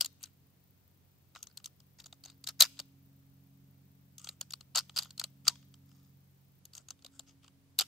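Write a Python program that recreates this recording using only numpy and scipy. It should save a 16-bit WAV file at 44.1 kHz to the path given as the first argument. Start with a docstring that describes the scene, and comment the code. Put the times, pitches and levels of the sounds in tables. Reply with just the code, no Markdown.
"""A rifle is loaded round by round in a grassy clearing, close to a small stereo camera microphone.
Cartridges and steel parts click, slide and rattle, ringing the action and knocking on the wooden stock;
a spring hums once. Brush and the tree line return a faint echo. Two insects tick fast in the treble on
the left, and a far engine drones on a few low orders over the rumble of the countryside."""
import sys
import numpy as np
from scipy import signal
from scipy.fft import rfft, irfft, next_fast_len
from scipy.io import wavfile
from scipy.ndimage import uniform_filter1d, map_coordinates

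SR = 44100
rng = np.random.default_rng(int(sys.argv[2]) if len(sys.argv) > 2 else 0)


def unload_wav(signal):
    """Save mono or channel-first audio to the path in sys.argv[1] as 16-bit WAV at rate SR, clipped to [-1, 1]."""
    wavfile.write(
        sys.argv[1],
        SR,
        np.round(np.clip(np.atleast_2d(signal).T, -1, 1) * 32767).astype(np.int16),
    )


N = 347067


def amp(db):
    """Decibels to gain."""
    return 10 ** (np.asarray(db) / 20)


def unit(x):
    """Scaled to rms 1."""
    return x / np.sqrt(np.mean(x ** 2) + 1e-20)


def along(points, hz):
    """(Hz, value) points read on a log axis."""
    f, v = np.transpose(points)
    return np.interp(np.log(hz + 1), np.log(f + 1), v)


def wobble(rate):
    """A smooth random curve, rate knots a second."""
    return map_coordinates(rng.standard_normal(int(N * rate / SR) + 4), [np.arange(N) * rate / SR])


def filtered(x, response):
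    """x times a complex response of frequency."""
    m = next_fast_len(x.shape[-1] + 2048)
    return irfft(rfft(x, m) * response(np.fft.rfftfreq(m, 1 / SR)), m)[..., :x.shape[-1]]


def even(x):
    """Levels the chance peaks and dips in a burst's spectrum."""
    z = rfft(x)
    power = np.abs(uniform_filter1d(np.abs(z) ** 2, size=51))
    return irfft(z / np.sqrt(power + 1e-20), x.shape[-1])


def spread(pair, alike, side):
    """Two unrelated signals mixed to left and right with a likeness and a balance by frequency."""
    turn = lambda hz: np.arccos(np.clip(along(alike, hz), -1, 1)) / 2
    mid, dif = filtered(pair, lambda hz: np.array([np.cos(turn(hz)), np.sin(turn(hz))]))
    return filtered(np.array([mid + dif, mid - dif]), lambda hz: amp(along(side, hz) * [[.5], [-.5]]))


def ringing(x, modes, scatter_db):
    """x through (centre, width, level) resonances at randomly scattered strengths, scaled to energy 1."""
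    gains = amp(scatter_db * rng.standard_normal(len(modes)))
    y = filtered(x, lambda f: sum((-1) ** k * g * amp(db) * 1j * f * w / (c * c - f * f + 1j * f * w)
                                  for k, (g, (c, w, db)) in enumerate(zip(gains, modes))))
    return y / np.linalg.norm(y)


# Ambience of the clearing: f/Hz, relative level/dB
AIR_SPECTRUM = [(15, -62), (25, -28.5), (70, -6), (127, -5.5), (223, -12), (326, -17.5), (600, -22.5),
                (1370, -28.5), (4500, -30.5), (10100, -34.5)]
# The ambience across the two capsules: f/Hz, left-right likeness
AIR_ALIKE = [(30, .6), (100, 0.25), (300, 0.9), (640, .1), (1400, 0)]
def air():
    """Far countryside rumble, partly alike on both sides, over the unrelated hiss of the capsules."""
    noise = filtered(rng.standard_normal((2, N)), lambda hz: amp(along(AIR_SPECTRUM, hz)))
    return amp(-69) * unit(spread(noise, AIR_ALIKE, side=[(60, -1.5), (400, -0.12)]))


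# Engine in the distance: t/s, low drone level/dB, top order level/dB
ENGINE_LEVELS = [(0, -72.5, -75.5), (1.1, -76.5, -88.5), (1.6, -71.5, -90), (2.3, -67.5, -71),
                 (3.3, -64, -68), (4.6, -64, -80.5), (5.5, -59.5, -73), (5.999, -63, -71), (6.55, -69, -93),
                 (7.1, -78.5, -70), (7.87, -72, -76)]
# Its low orders: multiples of the shaft rate
LOW_ORDERS = [2, 3, 4, 4.5]
# Each low order: level/dB at the mean drone level, factor on the drone's swell
ORDER_SWELL = [(-73, .2), (-68.5, 0.78), (-75.5, 0.74), (-86.5, 1.7)]
SHAFT_HZ, TOP_ORDER = 45.55, 6
def engine():
    """A far engine, a little to the right; the air makes each order waver in level and phase."""
    s, low_db, top_db = np.transpose(ENGINE_LEVELS)
    t = np.arange(N) / SR
    swell_db = np.interp(t, s, low_db - low_db.mean())
    levels = [db + factor * swell_db for db, factor in ORDER_SWELL] + [np.interp(t, s, top_db)]
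    drone = np.zeros(N)
    for order, db in zip(LOW_ORDERS + [TOP_ORDER], levels):
        peak = np.sqrt(2) * amp(db + 1.2 * wobble(4.0))
        drone += peak * np.sin(2 * np.pi * order * SHAFT_HZ * t + .4 * wobble(0.41))
    return drone * amp([[-.6], [.6]])


# Wingbeats of the nearer and the farther insect: t/s, strokes so far
NEAR_STROKES = [(-.0073, 0), (3.028, 89), (4.02, 118), (5.721, 167), (6.59, 192)]
FAR_STROKES = [(-.0102, 0), (7.8789, 270)]
# Colour of the wings: f/Hz, relative level/dB
WING_SPECTRUM = [(9000, -51.5), (11500, -13.5), (13500, -4.5), (14500, 2), (15600, -4.5)]
def insect(strokes, tick_db, rasp_db, teeth, left_db):
    """An insect in the clearing: each wing stroke rasps over a row of teeth and peaks in a sharp tick."""
    s, count = np.transpose(strokes)
    phase = np.interp(np.arange(N) / SR, s, count + .5, left=-1, right=count[-1] + 1.2)
    stroke, off_centre = np.floor(phase).astype(int), phase % 1 - .5
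    n_strokes = int(count[-1]) + 3
    strength = amp(2.508 * rng.standard_normal(n_strokes))[stroke]
    tick = amp(tick_db) * strength * np.exp(-(off_centre / 0.011) ** 2)
    tooth = amp(5 * rng.standard_normal(n_strokes * teeth))[np.floor(phase * teeth).astype(int)]
    scrape = tooth * np.sin(np.pi * teeth * phase) ** 4 * np.cos(np.pi * off_centre) ** 2
    rasp = amp(rasp_db) * (.5 + scrape)
    singing = (phase >= 0) & (phase < count[-1] + 1)
    noise = unit(filtered(rng.standard_normal((2, N)), lambda hz: amp(along(WING_SPECTRUM, hz))))
    return singing * (tick + rasp) * noise * amp([[left_db / 2], [-left_db / 2]])


# Echo from the far tree line: f/Hz, t60/s
TREE_DECAY = [(800, .6), (4000, .62), (12000, .45)]
BRUSH_DB, BRUSH_T60_S = 7, .13  # near grass and brush answer first, over the far trees
def trees(x):
    """Trunks and brush scatter the sound back, pitch blurred, each frequency dying at its own speed."""
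    blurred = x * unit(wobble(3500))
    hz, t, noise = signal.stft(rng.standard_normal((2, SR // 2)), SR, nperseg=256)
    decay = amp(-60 * t / along(TREE_DECAY, hz)[:, None]) + amp(BRUSH_DB - 60 * t / BRUSH_T60_S)
    tail = signal.istft(noise * decay, SR, nperseg=256)[1]
    delayed = np.pad(blurred, ((0, 0), (400, 0)))
    return signal.fftconvolve(delayed, tail / np.linalg.norm(tail[0]), axes=1)[:, :N]


def spring(start_s, length_s, hz, db):
    """A spring in the rifle hums once on a steady pitch, fades a little and is damped."""
    progress = (np.arange(N) / SR - start_s) / length_s
    gate = np.clip(np.minimum(progress / .1, (1 - progress) / 0.21), 0, 1)
    fade = amp(-9 * np.clip(progress, 0, 1))
    return amp(db) * np.sqrt(2) * gate * fade * np.sin(2 * np.pi * hz * length_s * progress)


# Pushes that reach the hollow of the stock: t/s, level/dB
THUDS = [(0.011, -39.5), (2.06, -50), (2.127, -48), (2.257, -47.5), (2.488, -42), (2.606, -27),
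         (2.627, -30), (2.798, -38), (4.29, -46.5), (4.412, -43.5), (4.76, -40), (5.241, -42.5),
         (5.471, -43), (5.482, -44.5), (6.8, -49), (6.906, -50), (7.048, -47.5), (7.197, -46),
         (7.809, -30.5)]
# Magazine well in the stock: f/Hz, width/Hz, level/dB
HOLLOW_MODES = [(376, 98, -3.5), (541.5, 66, 1.5), (666, 170, 4)]
def thuds():
    """Soft pushes sound the hollow of the stock."""
    out, t = np.zeros((2, N + SR)), np.arange(SR // 10) / SR
    push = (1 - np.exp(-t / 0.00033)) * amp(-60 * t / .02)
    for s, db in THUDS:
        hollow = ringing(push * rng.standard_normal((2, len(t))), HOLLOW_MODES, scatter_db=1.5)
        start = round(s * SR)
        out[:, start:start + len(t)] += amp(db) * np.linalg.norm(push) * hollow
    return out[:, :N]


def hardness(db):
    """Near 0 for the lightest touch, up to 1 for the hardest blow."""
    return min(np.sqrt(amp(db)), 1)


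# Steel action, rung by slides and contacts alike: f/Hz, width/Hz, level/dB
STEEL_MODES = [(2720, 590, -10), (3140, 900, -5.5), (3800, 500, -4), (4620, 750, 0), (4800, 370, -11.5),
               (6600, 120, -7), (6520, 680, -7.5), (7850, 1200, -7)]
CRUNCH_BAND = (5050, 1300, -6.5)  # many weak steel modes blur into one wide band
# Wooden stock: f/Hz, width/Hz, level/dB
WOOD_MODES = [(700, 300, -11.5), (1068, 250, -7), (1263, 180, -2.5), (1450, 220, -6.5), (2100, 1100, -17)]
# Snap of the small parts: f/Hz, width/Hz, level/dB
SNAP_MODES = [(10200, 1800, -4), (12800, 1300, 0), (15000, 1500, -15)]
# Parts sliding against each other, and loose parts rattling after the heaviest blows: t/s, length/s, level/dB
SLIDES = [(0.2, 0.12, -65), (1.357, 0.11, -64.5), (1.496, 0.047, -69.5), (2.236, 0.14, -63.5),
          (1.984, 0.052, -60), (2.465, 0.061, -46.5), (2.592, 0.089, -34), (4.183, 0.21, -60.5),
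          (4.747, 0.079, -35), (4.94, 0.19, -55.5), (5.446, 0.05, -55.5), (5.177, 0.1, -63),
          (5.849, 0.4, -77), (6.73, 0.12, -62), (7.109, 0.18, -70.5), (7.263, 0.084, -65),
          (7.418, 0.093, -69), (7.782, 0.068, -36)]
RATTLE_DB, RATTLE_LEAD_S, RATTLE_S, HARD_RATTLE_S = -38, .012, 0.034, .055
def slides():
    """Rubbing steel catches and slips in uneven grains; loose parts rattle around every contact."""
    out = np.zeros((2, N + SR))
    catches = np.pad(amp(4.5 * wobble(300)), (0, SR), constant_values=1)
    # hard blows rattle earlier and longer
    rattles = [(s - RATTLE_LEAD_S * hardness(db), RATTLE_S + (HARD_RATTLE_S - RATTLE_S) * hardness(db),
                db + RATTLE_DB) for s, db, *_ in CONTACTS]
    for s, length, db in SLIDES + rattles:
        start, n = max(round(s * SR), 0), round(length * SR)
        stroke = np.linspace(0, 1, n) ** .8 * np.linspace(1, 0, n) ** 2.4  # builds quickly, eases off
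        grains = stroke * unit(catches[start:start + n]) * rng.standard_normal((2, n))
        grains = np.pad(grains, ((0, 0), (0, 800)))  # room to ring out
        sound = ringing(grains, STEEL_MODES + [CRUNCH_BAND], scatter_db=5.5)
        sound += amp(-8.5) * ringing(grains, WOOD_MODES, scatter_db=4.0)
        sound += amp(-19.5) * ringing(grains, SNAP_MODES, scatter_db=2.5)
        out[:, start:start + n + 800] += amp(db) * np.sqrt(n) * sound
    return out[:, :N]


LEAD_S, GRAZE_DB = .006, -18  # the faces graze before they meet
GRAZE_S, HARD_GRAZE_S, GRAIN_T60_S, HARD_GRAIN_T60_S = .0006, .003, 0.013, 0.021  # at hardness 0 and 1
RING_WIDTH_HZ, BRASS_RING_DB, HARD_RING_DB = 260, 3.5, 4  # brass and hard blows ring more purely
KNOCK_DB, SNAP_DB, CLINK_DB = -18, -14, -8  # stock, small parts and brass under the steel
# Cartridge cases: f/Hz, width/Hz, level/dB; light touches that ring near the first mode are on brass
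BRASS_MODES, BRASS_NEAR_HZ = [(6450, 35, -6), (7450, 76, -5)], 350
# Clicks and clacks at the microphone: t/s, level/dB, ring f/Hz, brightness/dB (more snap, less knock)
CONTACTS = [(0.0089, -10, 4890, 6.5), (0.0197, -21.5, 4600, 0.5), (0.0266, -32.5, 5800, 4),
            (0.0458, -20, 4500, 4.5), (0.0582, -22.5, 6850, 7), (0.229, -35.5, 8000, 17),
            (0.2368, -26, 6280, 2.5), (0.257, -42, 4090, 10), (1.35, -39.5, 3980, -16.5),
            (1.359, -37, 2960, -21.5), (1.366, -42, 3930, -19), (1.428, -27, 6260, 6.5),
            (1.437, -42, 6500, 9), (1.4697, -35.5, 6200, -1.5), (1.573, -27.5, 4270, 4.5),
            (1.6, -49, 2900, -14), (1.6426, -31.5, 4400, 2), (1.649, -41, 6300, 7), (1.658, -25.5, 6200, 5),
            (1.677, -52, 6560, 14), (1.802, -45.5, 4870, -3), (2.001, -34.5, 3820, 4),
            (2.0407, -39.5, 4700, -5), (2.0588, -34.5, 6700, -3), (2.065, -38, 6900, 4),
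            (2.1264, -34, 3750, -6), (2.2374, -35, 4520, 2.5), (2.2505, -37, 6360, 1),
            (2.2574, -33, 6570, 0), (2.281, -46, 4160, -4), (2.2994, -38.5, 3800, -6),
            (2.4401, -31, 4760, 3), (2.4721, -21, 3950, 5.5), (2.4878, -22, 4350, 6.5),
            (2.605, -5.5, 6500, 11), (2.6077, -2, 3950, 2.5), (2.6209, -3.5, 4150, 9),
            (2.628, -17.5, 4100, 0.5), (2.6336, -17.5, 3580, -2.5), (2.77, -46.5, 3300, -11),
            (2.779, -48, 3500, -13), (2.791, -25.5, 4410, -2.5), (2.7986, -23, 4760, 2),
            (4.1812, -33, 6330, 7.5), (4.195, -39, 6560, 3), (4.2437, -30, 6440, 0),
            (4.2712, -30.5, 3290, -13), (4.289, -24, 4220, 3.5), (4.4109, -20, 6670, 4.5),
            (4.5061, -30.5, 7000, 1), (4.522, -35.5, 5500, 11), (4.535, -22, 4410, -3),
            (4.6083, -36, 4340, -7), (4.757, -11.5, 7150, -3.5), (4.764, -20.5, 4540, -13),
            (4.773, -14, 4620, 2), (4.7812, -15.5, 4220, -5), (4.788, -16, 4940, 4),
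            (4.895, -35, 3220, -11.5), (4.962, -22.5, 4440, -6.5), (4.968, -17.5, 4850, 1),
            (4.975, -16, 4840, -4.5), (4.9868, -11.5, 4600, 3), (4.992, -23, 4450, -4),
            (5.008, -39, 3300, 10), (5.0227, -28, 4700, -1), (5.0309, -30, 4450, 8),
            (5.047, -39.5, 3500, 11), (5.055, -43, 3470, -19), (5.1062, -34.5, 4330, 1),
            (5.178, -31.5, 4230, 1), (5.1959, -18, 4190, 6.5), (5.2133, -28, 4820, -16.5),
            (5.239, -20, 4320, 2.5), (5.4684, -27.5, 4570, -16), (5.4797, -4.5, 4660, -1),
            (5.4947, -28, 4700, -6.5), (5.5553, -43, 3310, -9.5), (5.627, -53, 3000, -13),
            (5.7403, -42, 3170, -4.5), (5.915, -53.5, 2930, -15), (6.653, -38, 6430, 14.5),
            (6.7337, -37.5, 4560, 2), (6.751, -32.5, 6630, 5), (6.767, -41, 6830, 9),
            (6.778, -31.5, 6300, 2), (6.885, -34, 6630, -3), (6.9054, -26.5, 6360, -2),
            (6.9908, -53.5, 3570, -8), (7.0228, -47, 4440, -7), (7.0464, -33, 3630, 1),
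            (7.063, -34.5, 4000, -2), (7.1934, -28, 7300, 0), (7.4441, -47, 3206, -18),
            (7.479, -43, 3014, -10.5), (7.7881, -9.5, 4030, 10), (7.796, -12, 4570, 0),
            (7.8086, -15, 4620, 5.5), (7.821, -26, 3540, 1)]
def contacts():
    """Each contact is a short grainy burst that rings steel, stock, small parts and cartridge brass."""
    out, t = np.zeros((2, N + SR)), np.arange(SR // 10) / SR - LEAD_S
    after = np.clip(t, 0, None)
    for s, db, hz, bright_db in CONTACTS:
        hard = hardness(db)
        graze = amp(GRAZE_DB) * np.exp(-np.abs(t) / (GRAZE_S + (HARD_GRAZE_S - GRAZE_S) * hard))
        t60 = GRAIN_T60_S + (HARD_GRAIN_T60_S - GRAIN_T60_S) * hard
        shape = graze + (1 - np.exp(-after / 0.00098)) * amp(-60 * after / t60)
        grains = shape * rng.standard_normal((2, 2, len(t))) * amp(3.5 * rng.standard_normal(len(t)))
        burst, strike = even(grains) * np.minimum(6 * shape, 1) ** .6
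        on_brass = np.exp(-((hz - BRASS_MODES[0][0]) / BRASS_NEAR_HZ) ** 2) * (0.5 - hard)
        steel = ringing(burst, STEEL_MODES + [CRUNCH_BAND], scatter_db=2.1)
        ring = ringing(strike, [(hz, RING_WIDTH_HZ, 0)], scatter_db=0)  # nearest the point of contact
        steel += amp(BRASS_RING_DB * on_brass + HARD_RING_DB * hard) * ring
        knock = amp(KNOCK_DB - bright_db) * ringing(burst, WOOD_MODES, scatter_db=2.0)
        snap = amp(SNAP_DB + bright_db) * ringing(burst, SNAP_MODES, scatter_db=0)
        clink = on_brass * amp(CLINK_DB) * ringing(strike, BRASS_MODES, scatter_db=1.5)
        sound = steel / np.linalg.norm(steel) + knock + snap + clink
        start = round((s - LEAD_S) * SR)
        out[:, start:start + len(t)] += amp(db) * np.linalg.norm(shape) * sound
    return out[:, :N]


# The rifle across the two capsules: f/Hz, left-right likeness
RIFLE_ALIKE = [(400, .8), (2500, .75), (5000, .55), (9000, .25), (13000, .05)]
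# Its balance: f/Hz, left over right level/dB
RIFLE_SIDE = [(500, -0.5), (4000, 1.5), (13000, 3.5)]
def rifle():
    """Blows and slides close by and a little left, from parts too small to radiate bass."""
    handling = contacts() + thuds() + slides()
    radiated = filtered(handling, lambda hz: hz ** 2 / (hz ** 2 + 330 ** 2))
    return spread(radiated, RIFLE_ALIKE, RIFLE_SIDE)


def scene():
    """The clearing from the microphone: the rifle up close, its echo, two insects, engine and air."""
    gun = rifle() + spring(start_s=5.488, length_s=.062, hz=960, db=-60)
    echo = amp(-28.5) * trees(gun)
    near_insect = insect(NEAR_STROKES, tick_db=-66.5, rasp_db=-74.5, teeth=5, left_db=8.0)
    far_insect = insect(FAR_STROKES, tick_db=-78, rasp_db=-84, teeth=3, left_db=2)
    return gun + echo + engine() + air() + near_insect + far_insect


CEILING, TOP_HZ = .82, 15950
def record(dry):
    """The camera's input stage rounds off the loudest peaks and keeps nothing above its band limit."""
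    rounded = dry / (1 + np.abs(dry / CEILING) ** 6) ** (1 / 6)
    return filtered(rounded, lambda hz: np.clip((TOP_HZ - hz) / 250, 0, 1) ** 2)


dry = scene()
out = record(dry)
unload_wav(out)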